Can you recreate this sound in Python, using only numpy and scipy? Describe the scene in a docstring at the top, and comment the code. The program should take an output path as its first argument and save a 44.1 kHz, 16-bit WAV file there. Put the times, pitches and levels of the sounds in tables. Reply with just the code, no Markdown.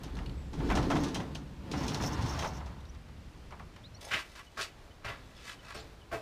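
"""At a garage, a steel up-and-over door is hauled open in two main surges: struck and shaken modes boom and clank,
dense grains through metal spectra rattle like rollers in tracks. Gliding sines chirp as small birds over shaped-noise
rumble, and shoes tap across the drive as short noise bursts.
From 4 s the scene is heard inside the block-walled garage: shoes clack (modes), scuff and clatter (grit grains)."""
import sys
import numpy as np
from scipy import signal
from scipy.fft import rfft, irfft, next_fast_len
from scipy.io import wavfile
from scipy.ndimage import map_coordinates

SR = 44100
rng = np.random.default_rng(int(sys.argv[2]) if len(sys.argv) > 2 else 0)


def dump_mix(stems):
    """Bounce the given channels to the path in sys.argv[1] as a 16-bit WAV at rate SR."""
    frames = np.atleast_2d(stems).T  # one column per channel
    limited = np.clip(frames, -1, 1)  # hard clip at full scale
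    pcm = np.round(limited * 32767).astype(np.int16)
    wavfile.write(sys.argv[1], SR, pcm)


N = 274257
TIME = np.arange(N) / SR  # s
INSIDE_S, TOP_HZ = 4.01, 15500
STREET_DB, INDOORS_DB = -50.5, -53.5  # before slow wander
ECHO_GAIN = 0.26  # each early echo against direct
SEAL_DB, SEAL_SHARE = -6, 0.11  # frame damps the sheet over the first share of the travel
CHATTER_DB = -4  # stray joint knocks against frame rattle
ARMS_DB, TICK_DB = -4, -7.5  # arms against frame blow; tick against track click
JOLT_DB, JOLT_OPEN_DB = -7.5, -12  # panel against frame blow when shut; change when fully open

# background spectra: f/Hz, relative level/dB
STREET_SPECTRUM = [(12, -46), (20, -5.5), (76, -3.5), (306, -17.5), (404, -21), (549, -24), (1300, -28),
                   (3260, -33), (3960, -35.5), (4680, -36), (15500, -55.5)]
INDOORS_SPECTRUM = [(12, -59), (20, -9), (53, -5), (245, -17.5), (282, -16.5), (649, -21), (767, -22),
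                    (2470, -30), (2920, -32), (3540, -31.5), (3960, -32), (15500, -52)]
# pulls on the door (loosening tug, haul, change of grip, haul, nudge):
# start t/s, rise/s, let-go t/s, slowing/(dB/s), speed/dB
HAULS = [(-.01, 0.01, 0.27, 59, -12.5), (0.514, 0.18, 1.046, 49.5, 0), (1.55, 0.13, 1.73, 65, -14),
         (1.696, 0.085, 2.361, 50.5, 0), (2.66, 0.038, 2.7, 74, -41)]
# response of each part to motion: level/dB at full speed when shut, growth/(dB per dB of speed),
# change/dB from shut to fully open
BOOM_DRIVE = (-44, 0.19, -0.97)
DRUMMING_DRIVE = (-38, 0.58, -3)
SHEET_DRIVE = (-35, 0.86, -14.5)
RATTLE_DRIVE = (-47.5, 0.92, 5)
HISS_DRIVE = (-50.5, 1.01, 2.5)
SIZZLE_DRIVE = (-60.5, 2.5, 14)
# modes of steel panel, roller bearings, frame and lifting arms: f/Hz, width/Hz, relative level/dB
PANEL_MODES = [(48, 14, -8), (66.7, 9.3, 5.5), (108.6, 13, 0), (145, 11.8, 5), (155.7, 25.2, 1),
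               (178.3, 18.7, 1), (207.4, 30, -4), (257.7, 27.4, -3.5), (294, 8.1, 0), (302.4, 13, -6),
               (344, 37, -5), (377, 43, -9), (436.5, 24.5, -8.5), (542, 27, -14.5)]
BEARING_MODES = [(5200, 970, -4.5), (5550, 500, 4), (5940, 450, 2), (6230, 490, 0.5), (15100, 5100, -26)]
ARM_MODES = [(659.4, 34, 1.5), (748, 150, 4), (890, 38, 1), (927, 21, -4), (1118, 120, -14),
             (1315, 62, -1.5), (1417, 9.5, -12), (1710, 43, -4.5), (1883, 110, -12), (2017, 290, -2.5),
             (2140, 21, -11.5)]
# sheet flexing as it tips: peak t/s, half-length/s, f/Hz, level/dB
FLEXES = [(0.216, 0.15, 46.3, -38.5), (0.294, 0.035, 119.7, -41), (0.387, 0.03, 66.1, -41),
          (0.59, 0.018, 151.2, -32), (0.703, 0.066, 53, -31), (.78, 0.18, 27.45, -38),
          (0.796, 0.058, 67, -35), (0.807, 0.037, 133.9, -34.5), (0.984, 0.061, 288.2, -33.5),
          (1.786, 0.048, 142.2, -38.5), (1.974, .047, 111.8, -42), (2.136, 0.0097, 290, -38),
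          (2.17, 0.19, 51.8, -44), (2.223, 0.025, 110, -29.5), (2.336, 0.14, 77.93, -37.5),
          (2.667, 0.039, 65.3, -36.5)]
# spectra of frame, track, rollers, steel-on-steel contact: f/Hz, relative level/dB
FRAME_SPECTRUM = [(250, -70), (520, -8), (760, 0.5), (970, 0), (1400, -6.5), (2000, -14.5), (2600, -32),
                  (4500, -109)]
TRACK_SPECTRUM = [(1200, -30), (2500, 1), (3600, 3.5), (4800, -0.5), (6000, 3), (7200, -6.5), (10000, -12),
                  (13000, -29), (15500, -18)]
ROLLER_SPECTRUM = [(1200, 2), (2500, 2.5), (3600, 1.5), (4900, -1), (6100, -15), (6900, -10), (9000, -16),
                   (13000, -31), (15500, -48)]
CONTACT_SPECTRUM = [(350, -2.5), (1000, 3.5), (1800, -5.5), (3500, -9.5), (6000, -42)]
# roller skidding in its track: peak t/s, half-length/s, level/dB before load sway
SKIDS = [(1.161, 0.0086, -52), (2.052, 0.015, -38), (2.295, 0.0086, -50), (2.46, 0.027, -46.5),
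         (2.561, 0.015, -55)]
# slack joint clicks on the track, then strikes the frame: t/s, slack/s, track level/dB, frame level/dB
CLANKS = [(0.034, 0.0023, -53, -57), (.168, 0.00032, -58.5, -51), (.188, 0, -66, -51),
          (0.532, 0.00031, -56.5, -50.5), (.588, .015, -62, -46.5), (0.7, 0.0011, -54, -36),
          (.711, 0, -56, -38.5), (.753, 0, -42.5, -39.5), (0.772, 0.00076, -46, -34.5),
          (0.827, 0.002, -50, -44.5), (.901, 0.002, -47, -33.5), (.912, 0.0031, -51, -35.5),
          (.954, 0.0052, -50, -38), (0.969, 0, -50.5, -45.5), (1.036, 0, -44, -47.5),
          (1.082, 0.0013, -52, -56), (1.145, 0.0089, -42, -41.5), (1.202, 0, -55, -42.5),
          (1.349, 0.0046, -50, -51), (1.714, 0.023, -45, -39.5), (1.88, 0.01, -42, -55),
          (1.9453, 0.0035, -45, -45.5), (2.023, 0.014, -45, -41), (2.222, 0, -49, -57),
          (2.261, 0.0049, -49.5, -62), (2.374, 0, -62, -62), (2.39, 0.0037, -45, -45),
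          (2.421, 0.0035, -49, -37.5), (2.445, 0.00082, -50, -37.5), (2.604, 0.00026, -79, -48.5),
          (2.66, 0.0055, -60.5, -53.5)]
# decay of struck steel: f/Hz, T60/s
STEEL_T60 = [(100, 1), (300, 0.18), (1000, 0.14), (3000, 0.19), (6000, 0.17), (14000, 0.14)]
# small loose metal parts, on the door then in the garage: t/s, f/Hz, level/dB before a 7 dB cut, T60/s
CLINKS = [(.034, 11500, -56, 0.044), (.153, 4120, -53.5, 0.038), (.189, 1880, -45.5, .035),
          (.260, 2940, -47.5, 0.04), (.295, 3000, -49.5, 0.02), (0.702, 2100, -36.5, 0.066),
          (0.712, 1030, -31.5, .11), (.722, 2330, -38, 0.094), (0.904, 3230, -43, 0.14),
          (1.147, 3210, -39, 0.11), (1.353, 3080, -40.5, 0.048), (1.945, 3930, -38, 0.029),
          (2.39, 3900, -40, 0.15), (2.806, 3870, -59, 0.056), (2.853, 3840, -57, 0.034),
          (4.049, 6400, -46, 0.11), (5.365, 3430, -53.5, 0.15), (5.745, 5400, -50, 0.11),
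          (5.762, 4360, -51.5, 0.12), (5.8, 4900, -53, .1)]
# small birds: t/s, length/s, start f/Hz, end f/Hz, level/dB before flutter and echo
CHIRPS = [(0.349, 0.13, 7960, 7600, -72), (0.438, 0.081, 7300, 7600, -74), (2.866, 0.017, 5430, 6200, -66),
          (2.888, 0.02, 5200, 6030, -58.5), (3.833, 0.045, 3150, 4240, -53.5),
          (3.939, 0.032, 5200, 5900, -58), (3.941, 0.044, 4000, 4500, -60), (4.464, 0.017, 3070, 2900, -55),
          (4.704, .02, 3140, 2870, -58), (4.902, .022, 2960, 3030, -61), (5.588, 0.019, 3110, 2850, -51.5),
          (6.013, 0.024, 3040, 2890, -55.5)]
# shoes on the drive: t/s, tap level/dB, grit level/dB
DRIVE_STEPS = [(2.948, -63.5, -62.5), (3.085, -61, -68), (3.508, -54.5, -61), (3.523, -49, -64),
               (3.595, -49, -63), (3.762, -61, -57)]
# crushed grit: f/Hz, relative level/dB
GRIT_SPECTRUM = [(1500, 0), (3200, -0.5), (5500, -1.5), (7500, -9), (10000, -16), (15500, -24)]
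# soles scuffing or clattering: peak t/s, rise/s, fall/s, level/dB, centre f/Hz, width/octaves,
# clack-mode ring/dB
SCUFFS = [(4.013, 0.0053, 0.24, -50.5, 3100, 1.3, -8), (4.096, 0.058, 0.03, -45.5, 600, 0.7, -8),
          (4.136, 0.014, 0.025, -29.5, 2430, 0.53, 2), (4.2, 0.034, 0.02, -44.5, 1840, 1.4, -1),
          (4.395, 0.027, 0.013, -51, 1600, 1.5, 5), (4.619, 0.017, 0.023, -35.5, 3470, 0.92, -9),
          (5.082, 0.02, 0.037, -38.5, 1450, 0.92, -7), (5.40, 0.1, 0.045, -57, 2180, 1.2, -12),
          (5.494, 0.045, 0.028, -44, 2690, 1.15, 0), (5.71, 0.053, 0.029, -48, 1450, 1.44, 1),
          (5.78, 0.031, 0.042, -53.5, 3920, 0.51, 3), (6.143, 0.011, 0.061, -52, 2200, 1.5, 6)]
# steps indoors: heel t/s, heel to sole/s, clack level/dB, thud level/dB, knock level/dB, grit level/dB,
# sole against heel/dB, clack cut-off f/Hz
GARAGE_STEPS = [(4.111, 0.022, -35.5, -57, -50.5, -43, 2, 4200),
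                (4.351, 0.037, -59, -78, -77, -53, -14, 4420),
                (4.5717, 0.019, -41.5, -65, -50, -45.5, 1.5, 1680),
                (5.045, .037, -43.5, -48, -48, -49, -2.5, 2900),
                (5.7458, .02, -49.5, -51.5, -49, -51, -16, 1900),
                (6.1139, .011, -47, -53.5, -43, -56, 4, 1670)]
# low thud of a landing: f/Hz, relative level/dB
THUD_SPECTRUM = [(40, -6), (65, 1), (125, 6), (170, -11), (260, -46)]
# hollow knock and shoe clack: f/Hz, width/Hz, relative level/dB
KNOCK_MODES = [(220, 32, -9.5), (309, 57, -3), (400, 78, 0), (438, 12, 7.5), (588, 87, 1.5), (674, 39, 5.5),
               (783, 91, -4)]
CLACK_MODES = [(1115.4, 92, 4), (1270, 52, 3), (1392, 110, 3), (1567, 100, 7), (1683, 120, 0.5),
               (1820, 61, 2), (1967, 49, 1), (2120, 40, 3), (2310, 14, 0), (2380, 40, 5), (2595, 45, 1.5),
               (2760, 11, 3.5), (3010, 33, 2), (3160, 130, -2), (3710, 22, -3)]
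# decay in the garage: f/Hz, T60/s
GARAGE_T60 = [(100, 0.35), (500, 0.22), (2000, 0.41), (6000, 0.18), (14000, 0.31)]


def amp(db):
    """Decibels to gain."""
    return 10 ** (np.asarray(db) / 20)


def unit(x):
    """x at rms 1."""
    return x / np.sqrt(np.mean(x ** 2) + 1e-20)


def along(points, hz):
    """(Hz, value) points read on a log axis."""
    f, v = np.transpose(points)
    return np.interp(np.log(hz + 1), np.log(f + 1), v)


def wobble(rate_hz):
    """Smooth random curve, rate_hz knots a second."""
    knots = rng.standard_normal(int(N * rate_hz / SR) + 4)
    return map_coordinates(knots, [TIME * rate_hz])


def swell(peak_s, half_s):
    """Bell-shaped rise and fall around peak_s."""
    return np.exp(-.5 * ((TIME - peak_s) / half_s) ** 2)


def filtered(x, response):
    """x times a response of frequency."""
    m = next_fast_len(len(x) + SR // 2)
    return irfft(rfft(x, m) * response(np.fft.rfftfreq(m, 1 / SR)), m)[:len(x)]


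def colour(points):
    """Response of a (Hz, dB) spectrum."""
    return lambda hz: amp(along(points, hz))


def resonances(modes):
    """Causal response of (Hz, width Hz, dB) modes, alternating in sign."""
    def response(f):
        total = 0
        for k, (centre, width, db) in enumerate(modes):
            damping = 1j * f * width
            total = total + (-1) ** k * amp(db) * damping / (centre ** 2 - f * f + damping)
        return total
    return response


def grains(rate_hz, spread_db):
    """Tiny impacts at random moments, sizes log-normal with clipped tails."""
    sizes = amp(spread_db * np.clip(rng.standard_normal(N), -2, 2)) * rng.choice([-1, 1], N)
    return sizes * (rng.random(N) < rate_hz / SR)


def crackle(response, rate_hz, spread_db, life_s):
    """Noise grains, each decaying to 1/e in life_s, heard through a body; rms 1."""
    power = signal.lfilter([1], [1, -np.exp(-2 / (life_s * SR))], grains(rate_hz, spread_db) ** 2)
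    return unit(filtered(np.sqrt(np.abs(power)) * rng.standard_normal(N), response))


def dying(t60):
    """Dense ringing in which each frequency dies at its own speed."""
    hz, t, z = signal.stft(rng.standard_normal(SR // 2), SR, nperseg=256)
    decay = amp(-60 * t / np.maximum(along(t60, hz), .01)[:, None])
    return signal.istft(z * decay, SR, nperseg=256)[1]


def blow(response, t60, attack_s):
    """One blow on a densely ringing body; first 20 ms at unit standard deviation."""
    ring = filtered(dying(t60), response)
    ring = ring * (1 - np.exp(-np.arange(len(ring)) / SR / attack_s))
    return ring / np.std(ring[:SR // 50])


def chime(modes, t60_s, attack_s):
    """Distinct unsteady modes, strengths redrawn per blow; first 20 ms at unit standard deviation."""
    t = np.arange(SR // 3) / SR
    hz, width, db = np.transpose(modes)[:, :, None]
    drift = np.cumsum(rng.standard_normal((len(modes), len(t))), axis=1) * np.sqrt(1.2 * width / SR)
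    phase = 2 * np.pi * (hz * t + rng.random(hz.shape)) + drift
    ring = np.sum(amp(db + rng.normal(0, 0.19, hz.shape)) * np.sin(phase), axis=0)
    ring = ring * amp(-60 * t / t60_s) * (1 - np.exp(-t / attack_s))
    return ring / np.std(ring[:SR // 50])


def add(track, s, sound):
    """Mix a sound into the track from s on."""
    part = track[max(round(s * SR), 0):][:len(sound)]
    part += sound[:len(part)]


def walls(x):
    """Close surfaces add early echoes, which comb the sound into bands."""
    taps = np.zeros(SR // 50)
    taps[rng.integers(SR // 400, len(taps), size=8)] = ECHO_GAIN * rng.choice([-1, 1], size=8)
    taps[0] = 1
    return signal.fftconvolve(x, taps / np.linalg.norm(taps))[:N]


def motion():
    """Each pull speeds the door up, holds, then lets it coast: speed in dB and opening 0-1."""
    speed = 1e-6
    for s, rise_s, let_go_s, slowing, db in HAULS:
        coast_db = slowing * np.maximum(TIME - let_go_s, 0)
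        speed = speed + np.clip((TIME - s) / rise_s, 0, 1) * amp(db - coast_db)
    return 20 * np.log10(speed), np.cumsum(speed) / np.sum(speed)


def driven(part, move):
    """Part gain follows door speed and shifts ever faster as the door tips flat."""
    full_db, growth, open_db = part
    speed_db, opening = move
    return amp(full_db + growth * speed_db + open_db * opening ** 2)


def background():
    """Distant traffic and breeze as shaped noise, with less rumble once inside."""
    inside = np.clip((TIME - INSIDE_S) / 0.0032, 0, 1)
    street = unit(filtered(rng.standard_normal(N), colour(STREET_SPECTRUM)))
    room = unit(filtered(rng.standard_normal(N), colour(INDOORS_SPECTRUM)))
    street = amp(STREET_DB + 0.75 * wobble(1.73)) * street
    room = amp(INDOORS_DB + 2.1 * wobble(7)) * room
    return (1 - inside) * street + inside * room


def door_panel(move):
    """The swing shakes the sheet's modes; high ones ring most clear of the frame, calming as it lies flat."""
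    def shake(modes):
        return unit(filtered(grains(rate_hz=830, spread_db=0), resonances(modes)))

    seal = amp(SEAL_DB * np.clip(1 - move[1] / SEAL_SHARE, 0, 1))
    boom = driven(BOOM_DRIVE, move) * shake(PANEL_MODES[:2])
    drumming = driven(DRUMMING_DRIVE, move) * shake(PANEL_MODES[2:7])
    sheet = seal * driven(SHEET_DRIVE, move) * shake(PANEL_MODES[7:])
    return boom + drumming + sheet


def door_rollers(move):
    """Rollers run over rough track: frame rattles, joints chatter, bearings sizzle near 6 kHz."""
    load_db = 1.1 * wobble(27.5)  # rollers grip and ease as the door sways
    skids = sum(amp(db) * swell(s, half_s) for s, half_s, db in SKIDS)
    rattle = crackle(colour(FRAME_SPECTRUM), rate_hz=410, spread_db=-0.5, life_s=0.029)
    chatter = crackle(colour(CONTACT_SPECTRUM), rate_hz=60, spread_db=4.5, life_s=0.0083)
    hiss = crackle(colour(ROLLER_SPECTRUM), rate_hz=540, spread_db=0.0, life_s=0.014)
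    sizzle = crackle(resonances(BEARING_MODES), rate_hz=280, spread_db=6.5, life_s=0.0064)
    rattle = driven(RATTLE_DRIVE, move) * (rattle + amp(CHATTER_DB) * chatter)
    hiss = driven(HISS_DRIVE, move) * hiss
    sizzle = (driven(SIZZLE_DRIVE, move) + skids) * amp(load_db) * sizzle
    return walls(rattle + hiss + sizzle)


def door_flex():
    """Each flex of the sheet swells and fades on one low, wavering note."""
    out = np.zeros(N)
    for s, half_s, hz, db in FLEXES:
        phase = 2 * np.pi * hz * TIME + 0.85 * wobble(25.23)
        out += amp(db) * swell(s, half_s) * np.sin(phase)
    return out


def door_clanks(move):
    """Slack joints strike: track clicks, then after any slack frame, arms and panel ring."""
    out = np.zeros(N)
    tick_spectrum = colour([(2000, -1), (5000, 5), (15000, -21)])
    for s, slack_s, track_db, frame_db in CLANKS:
        click = blow(colour(TRACK_SPECTRUM), STEEL_T60, attack_s=0.00044)
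        tick = blow(tick_spectrum, [(5000, 0.022)], attack_s=.0001)
        contact = blow(colour(CONTACT_SPECTRUM), [(500, 0.38), (3000, 0.072)], attack_s=0.00012)
        arms = amp(ARMS_DB) * chime(ARM_MODES, t60_s=0.15, attack_s=0.00018)
        jolt_db = JOLT_DB + JOLT_OPEN_DB * np.interp(s, TIME, move[1]) ** 2
        panel = amp(jolt_db) * blow(resonances(PANEL_MODES[3:]), STEEL_T60, attack_s=0.0018)
        add(out, s, amp(track_db) * (click + amp(TICK_DB) * tick))
        for ring in (contact, arms, panel):
            add(out, s + slack_s, amp(frame_db) * ring)
    return out


def clinks():
    """A small steel part ticks and rings on close partials; the longer it rings, the purer they are."""
    out = np.zeros(N)
    for s, hz, db, t60_s in CLINKS:
        width = np.clip(0.47 / t60_s ** 2, 10, 600)
        partials = resonances([(.82 * hz, width, -7), (hz, width, 0), (1.5 * hz, width, -6)])
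        tick_band = lambda f: f * hz / (f * f + hz * hz) / np.sqrt(1 + (f / hz) ** 2)
        tick = blow(tick_band, [(hz, .03)], attack_s=.0002)
        ring = blow(partials, [(hz, t60_s)], attack_s=0.00018)
        add(out, s, amp(db - 7) * (ring + amp(-6) * tick))
    return out


def birds():
    """Thin whistles glide quickly, then level off; the house fronts blur them."""
    out = np.zeros(N)
    waver = 0.0057 * wobble(250)
    for s, length_s, start_hz, end_hz, db in CHIRPS:
        u = np.linspace(0, 1, int(length_s * SR))
        hz = start_hz + (end_hz - start_hz) * np.sin(u * np.pi / 2)
        hz = hz * (1 + waver[round(s * SR):][:len(u)])
        envelope = np.sqrt(np.abs(np.sin(np.pi * u)))
        add(out, s, amp(db) * envelope * np.sin(2 * np.pi * np.cumsum(hz) / SR))
    out = out * amp(3.2 * wobble(140))  # flutter
    echo = dying([(3000, 0.062), (8000, 0.13)])
    reflected = signal.fftconvolve(out, echo / np.linalg.norm(echo))[:N]
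    outdoors = TIME < INSIDE_S  # indoors only the reflections arrive
    return out * outdoors + np.where(outdoors, amp(-14), 1) * reflected


def drive_steps():
    """Shoes tap and crunch on the tarmac as short noise blows, dry in the open air."""
    out = np.zeros(N)
    sole = resonances([(816, 700, -7.5), (1170, 540, -5.5), (2350, 440, -15.5)])
    open_air_t60 = [(800, 0.2), (6000, 0.023)]
    for s, tap_db, grit_db in DRIVE_STEPS:
        add(out, s, amp(tap_db) * blow(sole, open_air_t60, attack_s=0.00028))
        add(out, s, amp(grit_db) * blow(colour(GRIT_SPECTRUM), open_air_t60, attack_s=0.00047))
    return out


def garage_scuffs():
    """A sole scuffs or clatters on gritty concrete and excites the clack modes; walls echo the grit."""
    grit_sum, excitation = np.zeros((2, N))
    for s, rise_s, fall_s, db, centre_hz, octaves, ring_db in SCUFFS:
        def band(hz):
            bell = np.exp(-.5 * (np.log2((hz + 1) / centre_hz) / octaves) ** 2)
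            return bell / np.sqrt(1 + (hz / 7000) ** 2)

        envelope = np.exp(-np.maximum((s - TIME) / rise_s, (TIME - s) / fall_s))
        grit = amp(db) * envelope * crackle(band, rate_hz=1400, spread_db=8.5, life_s=0.0026)
        grit_sum += grit
        excitation += amp(ring_db) * grit
    return walls(grit_sum + filtered(excitation, resonances(CLACK_MODES)))


def garage_steps():
    """Heel and sole each thud, knock, clack and crush grit; a soft landing dulls the clack."""
    out = np.zeros(N)
    for heel_s, roll_s, clack_db, thud_db, knock_db, grit_db, sole_db, cut_hz in GARAGE_STEPS:
        modes = [(hz, width, db - 10 * np.log10(1 + (hz / cut_hz) ** 6)) for hz, width, db in CLACK_MODES]
        for s, weight in [(heel_s, 1), (heel_s + roll_s, amp(sole_db))]:
            thud = amp(thud_db) * blow(colour(THUD_SPECTRUM), [(60, 0.21), (200, 0.21)], attack_s=0.0098)
            knock = amp(knock_db) * blow(resonances(KNOCK_MODES), GARAGE_T60, attack_s=0.003)
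            grit = amp(grit_db) * blow(colour(GRIT_SPECTRUM), GARAGE_T60, attack_s=0.0045)
            clack = amp(clack_db) * chime(modes, t60_s=0.21, attack_s=0.00087)
            add(out, s, weight * (thud + knock + grit))
            add(out, s, weight * clack)
    return out


def scene():
    """Background, door, clinks, birds and footsteps in one channel."""
    move = motion()
    door = door_panel(move) + door_rollers(move) + door_flex() + door_clanks(move)
    feet = drive_steps() + garage_scuffs() + garage_steps()
    return (background() + door + clinks() + birds() + feet)[None]


def record(dry):
    """Band limit: nothing from TOP_HZ up is kept."""
    return filtered(dry[0], lambda hz: hz < TOP_HZ)[None]


dry = scene()
out = record(dry)
dump_mix(out)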